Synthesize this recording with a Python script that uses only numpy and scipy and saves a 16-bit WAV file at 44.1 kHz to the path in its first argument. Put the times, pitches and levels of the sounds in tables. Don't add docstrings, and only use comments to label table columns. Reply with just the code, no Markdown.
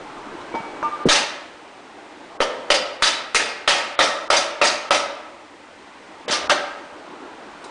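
import sys
import numpy as np
from scipy import signal
from scipy.fft import rfft, irfft, next_fast_len
from scipy.io import wavfile
from scipy.ndimage import uniform_filter1d

SR = 44100
rng = np.random.default_rng(int(sys.argv[2]) if len(sys.argv) > 2 else 0)


def decibels_to_gain(level_db):
    exponent = np.asarray(level_db, float) / 20
    return 10 ** exponent


def master(y):
    cut = np.clip(np.atleast_2d(y).T, -1, 1)
    pcm = np.round(cut * 32767)
    wavfile.write(sys.argv[1], SR, pcm.astype(np.int16))


N = 339834


def unit(x):
    return x / np.sqrt(np.mean(x ** 2) + 1e-20)


def along(points, hz):
    f, v = np.transpose(points)
    return np.interp(np.log(hz + 1), np.log(f + 1), v)


def level_curve(rows):
    s, level_db = np.transpose(rows)
    return decibels_to_gain(np.interp(np.arange(N) / SR, s, level_db))


def filtered(x, response):
    m = next_fast_len(len(x) + 8192)
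    return irfft(rfft(x, m) * response(np.fft.rfftfreq(m, 1 / SR)), m)[:len(x)]


def add(track, s, sound):
    part = track[round(s * SR):][:len(sound)]
    part += sound[:len(part)]


def ring(modes, t):
    out = np.zeros(len(t))
    for hz, db, t60 in modes:
        out += decibels_to_gain(db + rng.normal(0, 0.57) - 60 * t / t60) * np.sin(2 * np.pi * hz * t)
    return out


def lag(x, seconds):
    keep = np.exp(-1 / (seconds * SR))
    return np.abs(signal.lfilter([1 - keep], [1, -keep], x))


def stirred_by(loud, seconds):
    return np.sqrt(lag(loud ** 2, seconds))


def patchy(length, size, spread, patchy_db):
    z = signal.stft(rng.standard_normal(length + size), nperseg=size)[2]
    field = uniform_filter1d(rng.standard_normal(z.shape), spread, 0)
    field = uniform_filter1d(field, spread, 1)
    return signal.istft(z * decibels_to_gain(patchy_db * unit(field)), nperseg=size)[1][:length]


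def shaped_noise(spectrum):
    return unit(filtered(rng.standard_normal(N), lambda f: decibels_to_gain(along(spectrum, f))))


# freq_hz [Hz], t60_s [s]
GARAGE_DECAY = [(100, 0.15), (260, 0.86), (700, 1), (1840, 0.86), (4850, 0.56), (10000, 0.34)]


def garage(x, wet_db):
    hz, t, z = signal.stft(rng.standard_normal(SR), SR, nperseg=256)
    decay = decibels_to_gain(-60 * t / along(GARAGE_DECAY, hz)[:, None])
    tail = signal.istft(z * decay, SR, nperseg=256)[1]
    tail *= 1 - np.exp(-np.arange(len(tail)) / (0.0079 * SR))
    wet = decibels_to_gain(wet_db) * signal.fftconvolve(x, tail / np.linalg.norm(tail))
    add(wet, 0, x)
    return wet


def camera_gain_db(loud):
    threshold_db, cut_db_per_db, attack_s, release_s = -30.5, 0.96, 0.045, 0.58
    heard = lag(lag(loud ** 2, attack_s), release_s)
    return -cut_db_per_db * 10 * np.log10(1 + heard / decibels_to_gain(threshold_db) ** 2)


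# freq_hz [Hz], level_db [dB per Hz]
HEATER_SPECTRUM = [(88, -40), (150, -16.5), (263, -5), (302, 0.5), (337, -2.5), (496, -5), (546, -5),
                   (718, -5), (859, -3), (1570, -10.5), (2040, -22), (4000, -27), (5200, -39), (8800, -120)]


def rush():
    air = patchy(N, size=1024, spread=5, patchy_db=2.5)
    return unit(filtered(air, lambda f: decibels_to_gain(along(HEATER_SPECTRUM, f))))


def heater(gain_db):
    return decibels_to_gain(-37.5 + gain_db) * rush()


# start_s [s], level_db [dB]
HANDLING_LEVEL = [
    (0, -54),
    (.6, -40),
    (1.2, -36.5),
    (1.4, -50),
    (6.2, -65),
    (6.45, -38),
    (6.7, -56),
    (7.1, -40.5),
    (7.71, -47.5),
]


def rustle(loud):
    shudder_db, shudder_s = -18.5, 0.041
    stirred = level_curve(HANDLING_LEVEL) + decibels_to_gain(shudder_db) * stirred_by(loud, shudder_s)
    return stirred * rush()


# freq_hz [Hz], level_db [dB per Hz]
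HISS_SPECTRUM = [(1180, -13.5), (2000, -0.5), (2170, -3), (8710, -21), (10100, -27), (10500, -30.5),
                 (13600, -88), (22000, -120)]


def hiss(gain_db, loud):
    sizzle_db, sizzle_s = -29, 0.084
    level = decibels_to_gain(-46.5 + 0.56 * gain_db) + decibels_to_gain(sizzle_db) * stirred_by(loud, sizzle_s)
    return level * shaped_noise(HISS_SPECTRUM)


# freq_hz [Hz], level_db [dB per Hz]
RUMBLE_SPECTRUM = [(12, -20), (20, 0.5), (43, -18), (81, -11), (141, -9), (170, -6), (220, -28),
                   (370, -120)]


def rumble(gain_db):
    return decibels_to_gain(-56.5 + 2.9 * gain_db) * shaped_noise(RUMBLE_SPECTRUM)


def bench_legs(loud):
    boom_db, boom_hz, boom_s = -39.5, 81, 0.017
    noise = rng.standard_normal(N)
    boom = unit(filtered(noise, lambda f: f / boom_hz / (1 + (f / boom_hz) ** 4)))
    return decibels_to_gain(boom_db) * stirred_by(loud, boom_s) * boom


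def background(loud):
    gain_db = camera_gain_db(loud)
    return heater(gain_db) + rustle(loud) + hiss(gain_db, loud) + rumble(gain_db) + bench_legs(loud)


# start_s [s], level_db [dB, peak], pitch_hz [Hz]
BENCH_THUDS = [(.5405, -17, 480), (.546, -19, 330), (.552, -21, 650), (.6, -30, 190), (.35, -29, 310),
               (.72, -30, 900), (.8286, -11, 1100), (7.078, -33, 600), (6.298, -24, 270), (6.325, -24, 290),
               (1.056, -17, 180), (1.0616, -17, 180), (1.0672, -19, 180), (1.0551, -2.5, 390),
               (1.0625, -11, 300), (1.068, -12, 420), (1.06, -17, 650), (1.075, -19, 620),
               (1.0712, -8, 330), (1.079, -16, 400)]

# start_s [s], level_db [dB]
DRAG_LEVEL = [
    (6.25, -71),
    (6.36, -60),
    (6.45, -50),
    (6.52, -68),
    (6.6, -69),
]


def bench():
    out, t = np.zeros(N), np.arange(SR // 8) / SR
    for s, db, hz in BENCH_THUDS:
        push = np.sin(2 * np.pi * hz * t) * np.exp(-((t * hz - .9) / 0.77) ** 2)
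        add(out, s, decibels_to_gain(db) * garage(push, wet_db=-29.5))
    drag = filtered(rng.standard_normal(N), lambda f: 1 / (1 + ((f - 85) / 20) ** 2))
    return out + level_curve(DRAG_LEVEL) * unit(drag)


# level_db [dB], t60_s [s], brightness
# [dB per octave], favoured_hz [Hz]
SHAKEN_PARTS = [(-10.5, 0.26, .5, 3500), (-15, 0.044, -5.5, 2000), (-11, 0.14, -1.5, 3150),
                (-12.5, 0.3, 1, 3700), (-12, 0.16, 2.5, 2380), (-11, 0.2, -0.1, 3150),
                (-12, 0.25, -2, 3550), (-14.5, 0.41, 0, 3400), (-12.5, 0.21, -3, 2540),
                (-12.5, 0.28, -2, 3600), (-22, 0.51, -3, 3700), (-11, 0.16, -1.5, 1600)]

# start_s [s], level_db [dB], t60_s [s], favoured_hz [Hz]
LANDINGS = [(1.114, -13, 0.36, 5930), (1.149, -18, 0.25, 2840), (2.411, -21, 0.13, 3240),
            (2.74, -16.5, .15, 4550), (3.058, -16.5, 0.28, 5400), (3.388, -20, 0.43, 2640),
            (3.706, -16.5, 0.47, 2580), (4.023, -19.5, 0.39, 5600), (4.327, -14, 0.12, 2150),
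            (4.362, -17.5, 0.27, 5720), (4.639, -15.5, 0.35, 6440), (4.663, -22, 0.11, 5100),
            (4.941, -19.5, 0.26, 5600), (6.309, -18, 0.13, 5730), (6.322, -19, 0.12, 4200),
            (6.345, -24, 0.18, 5640), (6.537, -29, 0.083, 1300)]

# start_s [s], level_db [dB], brightness [dB per octave], favoured_hz [Hz]
STRAY_TICKS = [
    (.408, -38, -4, 4000),
    (.548, -26, -7.5, 2130),
    (0.827, -43, 0, 6460),
    (1.062, -36.5, 6, 5040),
    (7.64, -40, 6.5, 7850),
]


def chatters():
    clumps = []
    for blow, (db, *rest) in zip(BLOWS_STRUCK, SHAKEN_PARTS):
        clumps.append((blow[0], db, 0.02, *rest))
    for s, db, t60, hz in LANDINGS:
        tilt_db = 0.34 + 1.9 * np.log2(hz / 4000)
        clumps.append((s, db, .021, t60, tilt_db, hz))
    for s, db, *rest in STRAY_TICKS:
        clumps.append((s, db, 0.0067, 0.11, *rest))
    return clumps


# freq_hz [Hz], level_db [dB per Hz]
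CHATTER_SPECTRUM = [(88, -49), (150, -27), (511, -7.5), (579, -3.5), (704, -3), (1310, -4.5), (1540, -2),
                    (4890, -6), (9440, -20), (10500, -30), (13600, -55), (22000, -120)]

# freq_hz [Hz], width_hz [Hz], level_db [dB over the chatter]
CASTING_MODES = [(581, 22, 3), (913, 30, -2), (1297, 40, -1), (1850, 40, -6), (2145, 18, -2),
                 (2500, 36, -6), (2737, 30, -4), (3060, 34, -5), (3600, 30, -4), (3896, 25, -3),
                 (4333, 30, -3), (4806, 36, 0), (5430, 30, -5), (5810, 30, -4), (6008, 22, -4),
                 (6359, 40, -2), (7520, 40, -5), (9500, 700, -6)]


def rattle():
    favour_db, favour_octaves = 4.5, 0.14
    out, t = np.zeros(N), np.arange(SR // 2) / SR
    centre, width, level_db = np.transpose(CASTING_MODES)[..., None]
    for s, db, hold, t60, tilt_db, favoured_hz in chatters():
        def favour(f):
            return favour_db * np.exp(-(np.log2((f + 1) / favoured_hz) / favour_octaves) ** 2)

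        fed_db = level_db + rng.normal(0, 1.5, level_db.shape) + favour(centre)

        def body(f):
            band = 1j * f * width
            return 1 + np.sum(decibels_to_gain(fed_db) * band / (centre ** 2 - f * f + band), axis=0)

        def colour(f):
            tilt = tilt_db * np.log2((f + 50) / 2000)
            return decibels_to_gain(along(CHATTER_SPECTRUM, f) + tilt + favour(f))

        taps = unit(filtered(patchy(len(t), size=256, spread=4, patchy_db=2.5), colour))
        shape = (1 - np.exp(-t / 0.00086)) * decibels_to_gain(-60 * np.clip(t - hold, 0, None) / t60)
        add(out, s, decibels_to_gain(db - 3.5) * garage(filtered(taps * shape, body), wet_db=-9.0))
    return out


# freq_hz [Hz], beat_hz [Hz], t60_s [s], share [second part over first, before
TOOL_MODES = [(910, 10.5, .45, .6), (1195, 12.3, .9, .7), (2278, 9, 1.0, .12), (2690, 8, .4, .5)]

# start_s [s], mode1_db, mode2_db, mode3_db [dB], knock_db [dB]
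TOOL_NUDGES = [
    (.528, -53, -52, -28, -49),
    (.542, -15, -55, -27.5, -21),
    (.828, -13, -11.5, -31, -11.5),
    (6.325, -52, -19, -53, -49),
]


def tool():
    out, t = np.zeros(N), np.arange(SR // 2) / SR
    dull_modes = [(339, -16.5, 0.071), (625, -16, 0.06), (1034, 7, 0.015), (1300, -15.0, 0.042)]
    for s, *levels, knock_db in TOOL_NUDGES:
        levels = [*levels, min(levels) - 2.5]
        sound = decibels_to_gain(knock_db) * ring(dull_modes, t)
        for db, (hz, beat_hz, t60, share) in zip(levels, TOOL_MODES):
            second = min(share, 1) * np.exp(2j * np.pi * beat_hz * (t - .031))
            carrier = np.exp(2j * np.pi * (hz - beat_hz * share) * t)
            cluster = np.imag(carrier * (1 + second) ** 2 / 2)
            sound += decibels_to_gain(db - 7.5 - 60 * t / t60) * cluster
        add(out, s, garage(sound * (1 - np.exp(-t / .0005)), wet_db=-20))
    return out


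# [Hz, bench]
BLOWS_STRUCK = [(1.086, -9, -28, -20, 637), (2.403, -8, 0.5, -0.5, 527), (2.702, 3.5, -10, -10, 563),
                (3.022, 7.5, -24, -12.5, 617), (3.346, 12.5, -26.5, -20.5, 474), (3.676, -2, -15, -2, 650),
                (3.99, 3.5, -10.5, -2, 613), (4.3018, -0.5, -6, -0.5, 630), (4.614, -1, -7, -1, 626),
                (4.907, 7, -14, -8, 615), (6.279, -24, 6.5, -5, 516), (6.496, 2.5, -30, -5.5, 610)]

# multiple [of the bench pitch], level_db [dB], t60_s [s]
BENCH_KNOCK_MODES = [(.55, -14, 0.13), (.84, 0.5, 0.017), (.93, -3, 0.1), (1, 0, .07), (1.14, -6, 0.061)]

# freq_hz [Hz], level_db [dB], t60_s [s]
CASTING_KNOCK_MODES = [(910, -7, .06), (1215, -3, .06), (1290, 0, .06), (1335, -6, .04), (1620, -10, .03),
                       (1830, -13, .03)]


def mallet():
    jolt_rise_s, jolt_fall_s = 0.0025, 0.028
    thin_below_hz = 161
    out, jolts, t = np.zeros(N), np.zeros(N), np.arange(SR // 4) / SR
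    for s, db, bench_db, cast_db, pitch_hz in BLOWS_STRUCK:
        knock = decibels_to_gain(bench_db - 4.5) * ring(BENCH_KNOCK_MODES * np.array([pitch_hz, 1, 1]), t)
        knock += decibels_to_gain(cast_db - 8.5) * ring(CASTING_KNOCK_MODES, t)
        crack = decibels_to_gain(-13.5 - 60 * t / 0.0067) * rng.standard_normal(len(t))
        onset = 1 - np.exp(-t / 0.0013)
        add(out, s, decibels_to_gain(db) * garage((crack - knock) * onset, wet_db=-4))
        swing = (t - .0017) / .00016
        add(out, s, -decibels_to_gain(min(db, -3) + 1) * (1 - swing ** 2) * np.exp(-swing ** 2))
        jolt_db = -14 - 6 * s + 2 * min(db + 8, 0)
        add(jolts, s, decibels_to_gain(jolt_db) * np.exp(-t / jolt_fall_s) * (1 - np.exp(-t / jolt_rise_s)))
    return jolts + filtered(out, lambda f: (1j * f / (thin_below_hz + 1j * f)) ** 2)


# freq_hz [Hz], level_db [dB], t60_s [s]
PIN_MODES = [(3890, -6, .1), (4806, 0, .12), (5810, -6, .1), (6360, -10, .1)]

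# start_s [s], level_db [dB]
PIN_CLINKS = [
    (2.745, -20),
    (3.043, -21.5),
    (3.072, -18),
    (4.03, -28),
    (4.368, -14),
    (4.669, -18),
    (4.945, -22),
]


def pin():
    out, t = np.zeros(N), np.arange(SR // 5) / SR
    for s, db in PIN_CLINKS:
        add(out, s, decibels_to_gain(db) * ring(PIN_MODES, t) * (1 - np.exp(-t / 0.00092)))
    return garage(out, wet_db=-17)[:N]


def scene():
    work = bench() + rattle() + tool() + mallet() + pin()
    return (work + background(work))[None]


def top_cut(x):
    return signal.sosfilt(signal.butter(12, 11340, fs=SR, output="sos"), x)


# start_s [s], length_s [s], above_hz [Hz], change_db
# [dB]
TREBLE_DROPOUTS = [(1.041, 0.013, 4470, -24), (2.375, 0.023, 1730, -16), (2.97, .035, 5500, -4),
                   (3.65, 0.02, 5000, -3), (3.956, 0.029, 4370, -20), (4.281, 0.018, 1730, -17),
                   (4.604, 0.008, 4470, -8), (4.895, 0.01, 1980, -20), (6.262, 0.0192, 3000, -28),
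                   (6.476, 0.017, 1730, -21), (7.62, .012, 4970, 2)]


def record(dry):
    overload_low_hz, top_hz = 150, 10075
    top = np.where(dry[0] > 0, .62, .95)
    bent = dry[0] / (1 + np.abs(dry[0] / top) ** 4) ** .25
    x = dry[0] + filtered(bent - dry[0], lambda f: 1 / (1 + (overload_low_hz / (f + 1)) ** 4))
    t = np.arange(N) / SR
    for s, length, above_hz, change_db in TREBLE_DROPOUTS:
        gate = uniform_filter1d(((t > s) & (t < s + length)) * 1., size=90)
        treble = filtered(gate * x, lambda f: 1 / (1 + (above_hz / (f + 1)) ** 16))
        x = x - (1 - decibels_to_gain(change_db)) * treble
    x = filtered(x, lambda f: 1 / (1 + (f / top_hz) ** 150))
    return top_cut(x[None])


dry = scene()
out = record(dry)
master(out)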